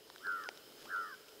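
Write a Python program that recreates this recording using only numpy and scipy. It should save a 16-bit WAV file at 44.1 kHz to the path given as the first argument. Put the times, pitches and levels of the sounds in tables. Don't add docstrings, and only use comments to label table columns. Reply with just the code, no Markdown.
import sys
import numpy as np
from scipy import signal
from scipy.fft import rfft, irfft
from scipy.io import wavfile
from scipy.ndimage import uniform_filter1d

SR = 44100
rng = np.random.default_rng(int(sys.argv[2]) if len(sys.argv) > 2 else 0)


def to_wav(s):
    ch = np.atleast_2d(s).T
    pcm = np.round(np.clip(ch, -1, 1) * 32767)
    wavfile.write(sys.argv[1], SR, pcm.astype(np.int16))


def invert_db(x):
    u = np.asarray(x, float) / 20
    return 10 ** u


N = 61739

# (frequency [Hz], level per Hz [dB])
HISS_COLOUR = [(25, -29), (250, -8.5), (414, -3.5), (690, -13), (2600, -17), (4000, -15), (6000, -19.5),
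               (15500, -24.5)]
# (centre [Hz], width [Hz], level [dB])
HUMS_AND_INSECTS = [
    (418.2, 39.5, -66),
    (320, 42, -75.5),
    (562, 173, -70.5),
    (3055, 340, -70),
    (5100, 540, -68),
    (14260, 4400, -71.5),
]
# (time [s], level [dB])
BREEZE_LEVEL = [(0, -3), (.1, -0.9), (.3, 1.06), (.6, -0.2), (.9, 0.95), (1.15, 0.25), (1.25, -1.14),
                (1.4, -1)]
# (start [s], length [s], stone ticks [dB], scrape [dB])
FOOT_SCUFFS = [
    (0.727, 0.18, -59.5, -63.5),
    (1.272, 0.027, -65, -61.5),
    (1.4, 0.022, -46, -75),
]
# (time [s], thud level [dB], thud pitch [Hz], tick level [dB], tick pitch [Hz])
FOOT_KNOCKS = [(.1002, -44, 1820, -53, 3130), (.1008, -42.5, 980, -50, 4000),
               (.1603, -43, 1530, -43.5, 2300), (.161, -52, 800, -68, 3500),
               (0.1818, -45.5, 3200, -66, 3600), (.2685, -48, 1010, -39.5, 4310),
               (.3235, -74, 1020, -49, 4540), (.438, -50, 1210, -43, 5130), (0.4892, -30, 870, -34.5, 2374),
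               (.4886, -46, 3650, -40, 4600), (0.489, -41.5, 570, -40, 1150),
               (.5745, -46, 3820, -46.5, 5570), (.722, -54, 1280, -53, 4200), (.855, -49, 800, -44, 2620),
               (.859, -46, 1000, -48, 3310), (.9625, -40.5, 1000, -45.5, 3500),
               (1.143, -52, 1360, -50.5, 3720), (1.243, -71, 1520, -64, 4500),
               (1.2845, -104, 1492, -48, 3170)]
FIRST_CALL = [
    (.2, 551.3, -58, 20, -0.1),
    (.228, 698.5, -54.5, 64, -0.06),
    (0.252, 755.8, -40, 109, 0.56),
    (0.288, 713.6, -34.5, 59, 0.04),
    (0.341, 693.7, -37.5, 30.7, 0.04),
    (0.399, 648, -42.5, 52, -0.1),
    (0.443, 624, -47.5, 77, -.7),
    (.471, 489, -41, 3.1, 0.4),
    (0.491, 465, -51, 4.5, -0.3),
]
SECOND_CALL = [
    (0.856, 489.6, -49, 20, 0.4),
    (.884, 663.8, -54.5, 100, -0.4),
    (.908, 761, -40, 125, 0.4),
    (0.953, 700.4, -34.5, 55, -0.13),
    (0.998, 683, -37.5, 31.6, 0.12),
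    (1.055, 647.7, -43, 49, -0.44),
    (1.106, 599.5, -49.5, 36.4, -0.16),
    (1.129, 528, -43, 8.5, -0.3),
    (1.155, 501, -53.5, 5, 0.1),
]
WARBLE_TOPS = [.3142, 1]
HARMONIC_LEVELS = [-34, 0, -2.5]


def evened(x):
    return x / np.sqrt(np.mean(x ** 2) + 1e-20)


def add(mix, s, sound):
    part = mix[round(s * SR):][:len(sound)]
    part += sound[:len(part)]


def resonate(x, hz, width):
    turn = np.exp(2j * np.pi * hz * np.arange(len(x)) / SR)
    r = np.exp(-np.pi * abs(width) / SR)
    return 2 * (turn * signal.lfilter([1 - r], [1, -r], x / turn)).real


def wander(seconds):
    size = max(int(seconds * SR), 1)
    smooth = uniform_filter1d(rng.standard_normal(N), size)
    return evened(uniform_filter1d(smooth, size))


def ring(hz, t60):
    t = np.arange(1500) / SR
    return invert_db(-60 * t / t60) * np.sin(2 * np.pi * hz * t)


def air():
    hiss_db, swell_db, patchy_db, flutter_db = -56.5, 0.4, 1.2, 1.6
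    frames, hz = N // 256 + 5, np.fft.rfftfreq(1024, 1 / SR)
    a, b, patches = rng.standard_normal((frames, 513, 3)).T
    patches = uniform_filter1d(patches, 10, 0)
    patches = evened(uniform_filter1d(patches, 12, 1))
    f, db = np.transpose(HISS_COLOUR)
    colour = np.interp(np.log(hz + 1), np.log(f + 1), db)[:, None]
    z = (a + 1j * b) * invert_db(colour + patchy_db * patches)
    hiss = evened(signal.istft(z, nperseg=1024, noverlap=768)[1][:N])
    out = invert_db(hiss_db - 3.5 + swell_db * wander(0.13)) * hiss
    for centre, width, level in HUMS_AND_INSECTS:
        band = resonate(resonate(rng.standard_normal(N), centre, width), centre, width)
        out += invert_db(level + flutter_db * wander(0.032)) * evened(band)
    return out


def gravel():
    grit_per_s, grit_db, scuff_per_s = 92, -68, 1100
    t, draw, out = np.arange(N) / SR, rng.random(N), np.zeros(N)
    size = invert_db(grit_db) * (draw < grit_per_s / SR)
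    scrape = resonate(rng.standard_normal(N), 3300, 3330)
    scrape = evened(scrape - uniform_filter1d(scrape, size=50))
    scrape = scrape * invert_db(3.2 * wander(0.002))
    for s, length, ticks_db, scrape_db in FOOT_SCUFFS:
        stroke = np.sin(np.pi * np.clip((t - s) / length, 0, 1) ** 1.4)
        size = size + invert_db(ticks_db) * stroke * (draw > 1 - scuff_per_s / SR)
        out += invert_db(scrape_db) * stroke * scrape
    size = size * invert_db(3.5 * np.minimum(rng.exponential(1, N), 3))
    stone = rng.integers(0, 12, N)
    for k, hz in enumerate(np.geomspace(1500, 9000, 12)):
        out += signal.oaconvolve(size * (stone == k), ring(hz, 9 / hz))[:N]
    return out


def knocks():
    thud_t60_s, tick_t60_s, snap_t60_s, snap_db = 0.01, 0.0068, 0.0064, 2.5
    bounce_s, bounce_db = 0.0053, -20
    low_hz, top_hz = 384, 6380
    out, t = np.zeros(N), np.arange(1500) / SR
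    for s, thud_db, thud_hz, tick_db, tick_hz in FOOT_KNOCKS:
        snap = rng.standard_normal(1500) * invert_db(snap_db - 60 * t / snap_t60_s)
        tick = ring(tick_hz, tick_t60_s) + resonate(snap, tick_hz, 3000)
        thud = ring(thud_hz, thud_t60_s) + resonate(snap, thud_hz + 700, 1430)
        hit = invert_db(thud_db) * thud + invert_db(tick_db) * tick
        add(out, s, hit)
        add(out, s + bounce_s, invert_db(bounce_db) * hit)
    return signal.sosfilt(signal.butter(3, [low_hz, top_hz], "band", fs=SR, output="sos"), out)


def call(rows, top_s):
    jitter_hz, rasp_db, fade_s = 2.5, -20, 0.0064
    beak_hz, beak_width_hz, beak_top_hz = 1402, 340, 2140
    s, *cols = np.transpose(rows)
    t = np.arange(N) / SR
    hz, db, swing, lean = (uniform_filter1d(np.interp(t, s, c), 300) for c in cols)
    hz = hz + jitter_hz * wander(0.0041)

    rate = np.minimum(94.3 - 0.081 * (swing - 48), 0.1435 * hz)
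    beat = 2 * np.pi * np.cumsum(rate) / SR
    beat = beat - np.interp(top_s, t, beat)
    shape = np.cos(beat) - 0.1 * np.cos(2 * beat - 0.12)
    turns = 2 * np.pi * np.cumsum(hz + swing * shape) / SR
    trough = np.clip(swing / 40, 0, 1)
    third_hz = 3 * hz - trough * rate + 0.96 * swing * shape
    third_turns = 2 * np.pi * np.cumsum(third_hz) / SR

    depth = np.minimum(0.66 + 0.009 * np.maximum(swing - 55, 0), 0.95)
    dip = depth * trough * np.sin((beat - 0.42) / 2) ** 14
    throb = (1 + lean * np.cos(beat - 0.41)) * (1 - dip)

    first, second, third = invert_db(np.array(HARMONIC_LEVELS))
    second = second * invert_db(-0.15 * np.maximum(585 - hz, 0))
    tone = throb * (first * np.cos(turns) + second * np.cos(2 * turns))
    swell = invert_db(-0.3 * np.maximum(hz - 625, 0)) * (1 + trough * np.cos(beat - 2.54))
    tone = tone + (t > s[2]) * third * swell * np.cos(third_turns)

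    edge = np.clip(np.minimum(t - s[0], s[-1] - t) / fade_s, 0, 1)
    rasp = 1 + invert_db(rasp_db) * wander(0.001)
    voice = np.sqrt(2) * edge * invert_db(db) * tone * rasp
    beak = resonate(voice, beak_hz, beak_width_hz)
    return signal.sosfilt(signal.butter(5, beak_top_hz, fs=SR, output="sos"), beak)


def slopes(x):
    echo_db, echo_t60_s, gap_s = -17, 1.01, 0.008
    t = np.arange(SR) / SR
    taps = rng.standard_normal(SR) * (rng.random(SR) < 0.05)
    taps = taps * invert_db(-60 * t / echo_t60_s) * (t > gap_s)
    return invert_db(echo_db) * signal.fftconvolve(x, taps / np.linalg.norm(taps))[:N]


def scene():
    breeze = invert_db(np.interp(np.arange(N) / SR, *np.transpose(BREEZE_LEVEL)))
    background = breeze * air()
    feet = gravel() + knocks()
    bird = call(FIRST_CALL, WARBLE_TOPS[0]) + call(SECOND_CALL, WARBLE_TOPS[1])
    return (background + feet + bird + slopes(bird))[None]


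def top_cut(x):
    return signal.sosfilt(signal.butter(12, 16330, fs=SR, output="sos"), x)


def record(dry):
    top_hz = 15740
    spectrum = rfft(dry, axis=1) * (np.fft.rfftfreq(N, 1 / SR) < top_hz)
    mix = irfft(spectrum, N, axis=1)
    return top_cut(mix)


dry = scene()
out = record(dry)
to_wav(out)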